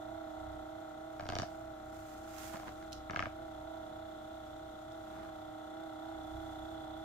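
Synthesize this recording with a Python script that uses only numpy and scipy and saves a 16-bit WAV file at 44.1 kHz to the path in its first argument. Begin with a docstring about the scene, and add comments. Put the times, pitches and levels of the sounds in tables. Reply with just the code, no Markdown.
"""A massage gun hums at about 31 strokes a second while it is moved over a cat on a bed.
Its crank drives all its tones: the speed hunts up and down, and the gears rattle once a turn.
Twice the ball head catches and slaps in time with the strokes: decaying modes, with a short room tail.
The cat rolls over on the bedding: shaped noise hisses, crackles and gives a small snap.
A phone listens from close by in a bedroom, through two ports and a band limit."""
import sys
import numpy as np
from scipy import signal
from scipy.fft import rfft, irfft
from scipy.io import wavfile

SR = 44100
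rng = np.random.default_rng(int(sys.argv[2]) if len(sys.argv) > 2 else 0)


def inscribe(sig):
    """Save sig as 16-bit PCM at rate SR to the path in sys.argv[1].

    A 1-D sig is mono; a 2-D sig holds one channel per row.
    Samples are clipped to [-1, 1] before scaling.
    """
    pcm = np.round(np.clip(np.atleast_2d(sig).T, -1, 1) * 32767)
    wavfile.write(sys.argv[1], SR, pcm.astype(np.int16))


N = 310464
TIME = np.arange(N) / SR

# crank speed under a hunting control: time_s, mean_turns_per_s, hunt_depth_turns_per_s, hunts_per_s
SPEED_HUNTING = [(0.0, 31.8, 0.59, 3.16), (0.52, 31.18, 0.03, 3.57), (0.96, 31.63, 0.5, 3.0),
                 (1.4, 31.05, 0.11, 3.73), (1.49, 32.02, 0.11, 3.85), (1.94, 31.27, 0.54, 2.78),
                 (2.37, 31.77, 0.3, 4.07), (2.69, 31.54, 1.01, 2.88), (3.13, 31.24, 0.0, 3.89),
                 (3.44, 31.58, 0.53, 3.01), (4.11, 31.5, 0.32, 3.43), (4.66, 31.32, 0.38, 3.35),
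                 (5.19, 31.87, 0.36, 3.22), (5.52, 31.12, 0.05, 3.69), (5.85, 31.75, 0.47, 3.43),
                 (7.04, 31.7, 0.33, 3.05)]
# how the gun is held: time_s, nearness_gain_db (each tone takes a share), housing_turn (about -1 to 1)
GUN_POSE = [(0, 1.5, 0.33), (.45, 2.5, 0.11), (.9, -1.5, -0.035), (1.6, -3, 0.28), (2.1, -4, -0.54),
            (3, -3, -0.59), (3.7, -1.5, 0.38), (4.8, -5.5, -0.066), (5.8, 2, -0.39), (6.4, 4, -0.63),
            (7.04, 2, -0.45)]
# phase lead of the left port over the right: freq_hz, lead_rad
PORT_LEAD = [(100, -.1), (315, .3), (590, -.6), (630, 1.6), (662, 0), (720, 1.6), (755, -.3), (790, .5),
             (830, 2), (1350, 1.2), (1550, 0), (3450, 1.4)]


def amp(db):
    """Decibels to gain."""
    return 10 ** (np.asarray(db) / 20)


def evened(x):
    """Scales to rms 1."""
    return x / np.sqrt(np.mean(x ** 2) + 1e-20)


def read(points, hz):
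    """Reads a table on a log-frequency axis."""
    f, value = np.transpose(points)
    return np.interp(np.log(hz + 1), np.log(f + 1), value)


def curves(rows):
    """Every column of a time table, at each sample."""
    s, *columns = np.transpose(rows)
    return [np.interp(TIME, s, c) for c in columns]


def swells(rows):
    """Summed gain of gestures that each swell and fade like a bell curve."""
    return sum(amp(db) * np.exp(-((TIME - mid_s) / half_s) ** 2) for mid_s, db, half_s in rows)


def add(mix, s, sound):
    """Mixes a stereo sound in at time s."""
    part = mix[:, round(s * SR):][:, :sound.shape[1]]
    part += sound[:, :part.shape[1]]


def pan(left_db):
    """Gains of the two ports for a left-right level difference."""
    return amp([[left_db / 2], [-left_db / 2]])


def noise(spectrum, same):
    """Coloured stereo noise of rms 1; same is the likeness of the ports."""
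    a, b = rfft(rng.standard_normal((2, N)))
    same = np.clip(same, -1, 1)
    pair = np.array([a, same * a + np.sqrt(1 - same ** 2) * b])
    colour = amp(read(spectrum, np.fft.rfftfreq(N, 1 / SR)))
    return evened(irfft(pair * colour, N))


def wander(hz):
    """Smooth chance of rms 1, up to about hz."""
    f = np.fft.rfftfreq(N, 1 / SR)
    return evened(irfft(rfft(rng.standard_normal(N)) / (1 + (f / hz) ** 4), N))


def room_air():
    """The faint hiss of the room: steady coloured noise."""
    # freq_hz, relative_db_per_hz
    air_spectrum = [(100, 10), (2500, 21), (5000, 11.5), (7500, 13), (8800, -4), (15000, -12)]
    return noise(air_spectrum, same=0.091) * amp(-79) * pan(16.2)


def bedroom(x, size=SR // 2):
    """A short diffuse tail, each band dying at its own speed."""
    # decay of the room: freq_hz, t60_s
    room_decay = [(100, 0.16), (1000, 0.13), (4000, 0.29), (12000, 0.16)]
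    taps = rng.standard_normal((2, size)) * (rng.random((2, size)) < .08)
    hz, t, z = signal.stft(taps, SR, nperseg=256)
    decay = amp(-60 * t / read(room_decay, hz)[:, None])
    tail = signal.istft(z * decay, SR, nperseg=256)[1]
    tail *= np.minimum(np.arange(tail.shape[1]) / (0.006 * SR), 1)  # 6 ms onset
    return signal.fftconvolve(x, tail / np.linalg.norm(tail[0]), axes=1)[:, :N]


def rustle():
    """Fur and cloth hiss with a fine grain as they slide; the head never stops brushing the fur."""
    # cat or gun moves: middle_s, relative_level_db, half_length_s
    slide_rows = [(1.4, -80, 0.17), (2.08, -76, 0.16), (2.44, -61.5, 0.12), (2.65, -80, 0.2),
                  (5.1, -89, .15), (6.45, -85.5, 0.27)]
    # freq_hz, relative_db_per_hz
    fur_spectrum = [(300, -4), (1200, 12.5), (2500, 6), (4500, 2.5), (7000, 7), (9000, -0.5), (15000, 0)]
    brush_db = -79  # on the scale of the slides
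    slide = amp(brush_db) + swells(slide_rows)
    grain = amp(9 + 1.37 * wander(110))
    return noise(fur_spectrum, same=0) * slide * grain * pan(-6.0)


def scuffle():
    """Creases of the bedding give way under the cat in many small grains."""
    # middle_s, relative_level_db, half_length_s
    crease_rows = [(2.45, -60, .05), (2.545, -44.5, 0.013), (2.68, -48.5, 0.024), (5.21, -54.5, 0.11)]
    # freq_hz, relative_db_per_hz
    crackle_spectrum = [(60, -28), (170, 20), (500, 8), (1100, 15), (1800, 4), (3000, -6), (6000, -15),
                        (12000, -25)]
    grains_per_s, grain_decay_s = 700, 0.0012  # decay of the power
    strength = amp(2.7 * np.minimum(rng.exponential(1, N), 4))
    grains = (rng.random(N) < grains_per_s / SR) * strength
    grain_power = signal.lfilter([1], [1, -np.exp(-1 / (grain_decay_s * SR))], grains ** 2)
    crackle = noise(crackle_spectrum, same=0.13) * evened(np.sqrt(grain_power))
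    return crackle * swells(crease_rows) * pan(-1.5)


def snaps(size=1500):
    """Very short bright cracks: bursts of decaying noise."""
    # start_s, relative_level_db
    snap_rows = [(2.826, -67), (2.9216, -51), (2.929, -45), (4.92, -65)]
    # freq_hz, relative_db_per_hz
    snap_spectrum = [(1500, -36), (2900, 5.5), (5500, 6.5), (8500, -8.5), (15000, -12)]
    out, t = np.zeros((2, N)), np.arange(size) / SR
    crack = noise(snap_spectrum, same=0.16) * pan(-4.5)
    for s, db in snap_rows:
        burst = crack[:, round(s * SR):][:, :size]
        add(out, s, burst * amp(db + 3.5 - 60 * t / 0.029))  # t60 29 ms
    return out


def crank_speed():
    """Turns per second: the speed control swings around its mean."""
    first_surge = .603  # share of a hunt that passes before it
    mean, depth, rate = curves(SPEED_HUNTING)
    return mean + depth * np.cos(2 * np.pi * (np.cumsum(rate) / SR - first_surge))


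def slaps():
    """Time and levels of every slap: out and back each stroke, growing to the hardest and dying away."""
    # the head catches; a graze has one stroke: first_s, hardest_s, last_s,
    # tick_db, clack_db, ring_db, thud_db of the hardest, return_offset_db
    catch_rows = [(1.1964, 1.1964, 1.1964, -60, -47, -43, -54, -7.5),
                  (1.2245, 1.2551, 1.2551, -63, -56, -49, -46, -9.5),
                  (1.289, 1.289, 1.3221, -47, -44, -42, -42, 0.5),
                  (1.3534, 1.379, 1.4198, -39, -45, -46, -38.5, 3),
                  (2.5585, 2.5585, 2.5585, -64, -52.5, -54, -60, -8.5),
                  (2.598, 2.598, 2.632, -64, -55, -47, -63, -18),
                  (2.6801, 2.6801, 2.6801, -65, -51.5, -60, -62, -12),
                  (2.8255, 2.8258, 2.8258, -67, -57, -69, -53, -25),
                  (3.0972, 3.0973, 3.1337, -66, -42, -54, -44.5, -2.5),
                  (3.1607, 3.178, 3.2565, -49, -32, -63, -44, 0.5)]
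    # fade either side of the hardest: one entry each for tick, clack, ring, thud [dB per s]
    fade_db_per_s = [200, 103, 30, 70]
    # duller return slap before its offset: tick, clack, ring, thud [dB]
    return_slap_db = [-51.5, -46, -42, -44.5]
    return_delay_s = .0113
    strokes_per_s = crank_speed().mean()
    for first, hardest, last, *out_db, back_db in catch_rows:
        for s in np.linspace(first, last, round((last - first) * strokes_per_s) + 1):
            fade_db = np.array(fade_db_per_s) * abs(s - hardest)
            yield s, out_db - fade_db
            yield s + return_delay_s, np.array(return_slap_db) + back_db - fade_db


def knocks(size=4000):
    """Each slap ticks and clacks almost at once; the housing and the soft body answer a moment later."""
    # part (1 tick, 2 clack, 3 housing ring, 4 thud), nominal_hz, relative_level_db, t60_s
    mode_rows = [(1, 3080, 4.5, 0.0035), (1, 3700, -0.5, 0.0056), (1, 4630, 8, 0.0029),
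                 (1, 5670, -1.5, 0.0079), (1, 6700, -7, 0.0053), (2, 1255, 3, 0.022), (2, 1610, 4, 0.015),
                 (2, 2150, 1, 0.011), (2, 2650, 4, 0.0045), (3, 400, -11.5, 0.01), (3, 687, 1, 0.034),
                 (3, 930, 1, 0.015), (4, 107, 0, 0.034), (4, 210, 3.5, 0.013), (4, 300, -7, 0.036)]
    out, t = np.zeros((2, N)), np.arange(size) / SR
    # seconds, one for each part
    delays_s, rises_s = [0, 0.00018, 0.00048, 0.002], [.00008, .0005, 0.00078, 0.00118]
    for s, levels_db in slaps():
        parts = np.zeros((len(levels_db), 2, size))
        for column, hz, db, t60 in mode_rows:
            part = round(column) - 1
            detune, angle, side = rng.standard_normal(3)
            age = np.maximum(t - delays_s[part], 0)
            apart = np.array([[.5], [-.5]]) * (read(PORT_LEAD, hz) + 0.86 * side)
            mode_hz = hz * (1 + 0.033 * np.clip(detune, -2, 2))
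            ring = np.sin(2 * np.pi * mode_hz * age + 1.01 * angle + apart)
            attack = 1 - np.exp(-(age / rises_s[part]) ** 2)
            parts[part] += ring * amp(db - 60 * age / t60) * attack
        for part, db, left_db in zip(parts, levels_db, [-2.5, 1.0, 3, -4.5]):
            power = np.mean(np.sum(part ** 2, axis=1)) / (SR / 100)  # over a hundredth of a second
            add(out, s, part / np.sqrt(power) * amp(db) * pan(left_db))
    # the foam head cannot excite the top octave
    return signal.sosfilt(signal.butter(N=4, Wn=7600, fs=SR, output="sos"), out)


def once_a_turn(turns, at, width):
    """A smooth bump at one crank angle."""
    return np.exp(-(np.sin(np.pi * (turns - at)) / (np.pi * width)) ** 2)


def tones(turns, orders, peak_at, scatter, size=4096):
    """Multiples of the crank speed crest together near one crank angle, the weak ones more loosely."""
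    # strong multiples: order, left_relative_db, right_relative_db
    strong_rows = [(1, -69.5, -68), (2, -63.5, -59), (3, -65, -67), (4, -72.5, -71.5), (5, -78, -76.5),
                   (7, -71, -69.5), (9, -72, -70), (10, -56.5, -50), (11, -62, -74.5), (13, -77, -102),
                   (16, -93, -66), (19, -67, -80.5), (20, -53.5, -49), (21, -68, -53), (22, -73, -71.5),
                   (23, -81, -75), (24, -61.5, -59), (25, -52, -62), (26, -71, -72), (27, -64.5, -71),
                   (29, -83, -73.5), (30, -66, -60), (31, -74, -76), (35, -65.5, -72), (40, -79, -65.5),
                   (41, -80, -78), (42, -64, -64), (43, -64, -76), (45, -61.5, -72.5), (46, -67.5, -77),
                   (47, -73.5, -79)]
    # weak multiples between and above, before scatter: freq_hz, relative_level_db
    weak_curve = [(180, -78.5), (500, -84.5), (900, -76.5), (1200, -76), (1600, -83), (1800, -101),
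                  (2020, -80.5), (2400, -108.5), (3200, -91.5), (3430, -82), (3700, -98.5), (4200, -86.5)]
    notch_hz = 715  # between its two main resonances the housing's motion changes sign
    hz = orders * np.mean(np.array(SPEED_HUNTING)[:, 1])
    strong = {round(k): (left, right) for k, left, right in strong_rows}
    weak_db = read(weak_curve, hz)[:, None] + rng.standard_normal((len(orders), 2))
    level = amp([strong.get(k, db) for k, db in zip(orders, weak_db)]).T
    spread = scatter + np.where(np.isin(orders, list(strong)), 0, 1)
    phase = spread * rng.standard_normal(len(orders)) - 2 * np.pi * orders * peak_at
    phase = phase + np.pi * (hz > notch_hz)
    # the port nearer to a node of the sound field is the one that is out of step
    apart = np.array([[1], [-1]]) * level[::-1] / level.sum(0) * read(PORT_LEAD, hz)
    lines = np.zeros((2, size // 2 + 1), complex)
    lines[:, orders] = level * np.exp(1j * (phase + apart))
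    one_turn = irfft(lines) * size / np.sqrt(2)
    grid = np.arange(size + 1) / size
    return np.array([np.interp(turns % 1, grid, np.r_[c, c[0]]) for c in one_turn])


def bearing(turns):
    """A bearing hisses, and sings near one pitch, louder during part of each turn."""
    # time_s, relative_level_db
    whine_rows = [(0, -74), (.6, -75.5), (1.5, -89), (2.2, -86), (3, -74.5), (4.4, -69.5), (5.2, -73),
                  (6.2, -67), (6.55, -63), (7.04, -64)]
    # freq_hz, relative_db_per_hz
    hiss_spectrum = [(2200, -32), (2900, -8), (3300, -5), (3450, -1.5), (3600, 0), (3850, -3), (4400, -16),
                     (6000, -23.5)]
    whine_db, = curves(whine_rows)
    hiss_throb = 1 + 0.76 * once_a_turn(turns, at=0.77, width=0.13)
    hiss = noise(hiss_spectrum, same=0.047) * amp(-73.0) * hiss_throb
    hiss = hiss * amp(0.29 * (whine_db - whine_db.mean()))
    angle = 2 * np.pi * np.cumsum(3440 + 28 * wander(41.3)) / SR
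    song_throb = 0.41 + once_a_turn(turns, at=0.67, width=0.21)
    song = np.sin(angle + np.array([[.7], [-.7]])) * song_throb
    return (hiss + evened(song) * amp(whine_db - 4.0)) * pan(-8.5)


def gears(turns):
    """Play in the gears is taken up once a turn: a soft rattle that grows as the gun comes near."""
    # freq_hz, relative_db_per_hz
    grind_spectrum = [(200, -5.5), (330, 8.5), (520, -2.5), (680, 10), (800, 7), (1010, -10), (1130, -5.5),
                      (1380, 5.5), (1600, -5.5), (2050, -6), (2400, -30), (4000, -36), (8000, -55)]
    near_db = curves(GUN_POSE)[0]
    rattle = tones(turns + .0004 * wander(30), np.arange(34, 135), peak_at=.655, scatter=.45)
    rattle = rattle * amp(-0.8 + 0.53 * wander(33))
    throb = 1 + 0.5 * once_a_turn(turns, at=0.46, width=0.39)
    grind = noise(grind_spectrum, same=0.054) * amp(-60.0) * throb
    return (rattle + grind * pan(0.69)) * amp(0.22 * near_db)


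def piston(turns):
    """Each stroke shakes the cat and the bed; the soft load makes no two alike."""
    # shaking of the bed as the head presses in: time_s, relative_change_db
    shake_rows = [(0, -1), (.33, -0.5), (.46, 11), (.6, 7), (.8, -4), (1.9, 1), (3.3, 7), (3.7, 1),
                  (5.1, 0), (5.9, -8), (6.35, 8.5), (7.04, 3.5)]
    # freq_hz, relative_db_per_hz
    rumble_spectrum = [(15, -18), (40, -2), (65, 1), (115, 8.5), (170, -3.5), (240, -1.5), (400, -15),
                       (1000, -53)]
    shake_db, = curves(shake_rows)
    strokes = tones(turns + .015 * wander(6), np.arange(1, 5), peak_at=.3, scatter=1.2)
    rumble = noise(rumble_spectrum, same=0.91) * amp(-63 + 0.13 * shake_db) * pan(-3.5)
    return strokes * amp(shake_db - 3.5 + 2.0 * wander(7.9)) + rumble


def motor(turns, surge):
    """The hum, with main tones at 10, 20 and 25 times the crank speed; it throbs once a turn."""
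    # tones that swell and fade, mostly at the right port, as the gun is turned: order
    aimed_orders = [10, 20, 21, 25]
    # their answers: offset_db, share_of_nearness_gain, db_per_unit_of_turn, db_per_extra_turn_per_s
    aim_rows = [(-0.02, 0.82, -0.5, 2), (-0.5, 0.083, 3.5, 3), (0.25, 1, 9.5, 2.5), (-1.6, 1, -5.5, -1)]
    left_share = 0.11  # of the pose changes in dB
    unsteady = turns + 0.0012 * wander(25)
    near_db, facing = curves(GUN_POSE)
    low, high = np.split(np.setdiff1d(np.arange(5, 34), aimed_orders), [13])
    hum = tones(unsteady, low, peak_at=.7, scatter=1.0) * amp(-1.5 + 2.0 * wander(7.7))
    sidebands = tones(unsteady + .0012 * wander(4), high, peak_at=.955, scatter=.4)
    # the throb fades as the gun moves off or turns away
    hum += sidebands * amp(-0.7 + 0.75 * near_db + 2.1 * facing + 1.37 * wander(5.1))
    for order, (tone_db, near_share, facing_db, surge_db) in zip(aimed_orders, aim_rows):
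        tone = tones(unsteady, np.array([order]), peak_at=.95, scatter=.1)
        pose_db = near_share * near_db + facing_db * facing
        # a surge pushes the tone along the flank of a housing resonance
        hum += tone * amp(tone_db + surge_db * surge) * amp([left_share * pose_db, pose_db])
    return hum


def gun():
    """All moving parts follow the one crank."""
    speed = crank_speed()
    turns = np.cumsum(speed) / SR
    return piston(turns) + motor(turns, speed - speed.mean()) + gears(turns) + bearing(turns)


def scene():
    """The gun, its slaps in the room, and the cat on the bedding."""
    hits = knocks() + snaps()
    # the bed soaks up the thuds; mostly the bright part comes back from the walls
    bright = signal.lfilter(*signal.butter(1, 700, "high", fs=SR), hits)
    cat = rustle() + scuffle()
    return room_air() + cat + hits + amp(-8) * bedroom(bright) + gun()


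def record(dry):
    """The phone's band limit: a steep linear-phase low-pass."""
    edge_hz = 15600
    low_pass = signal.firwin(511, edge_hz, window=("kaiser", 9), fs=SR)
    return signal.oaconvolve(dry, low_pass[None], "same")


dry = scene()
out = record(dry)
inscribe(out)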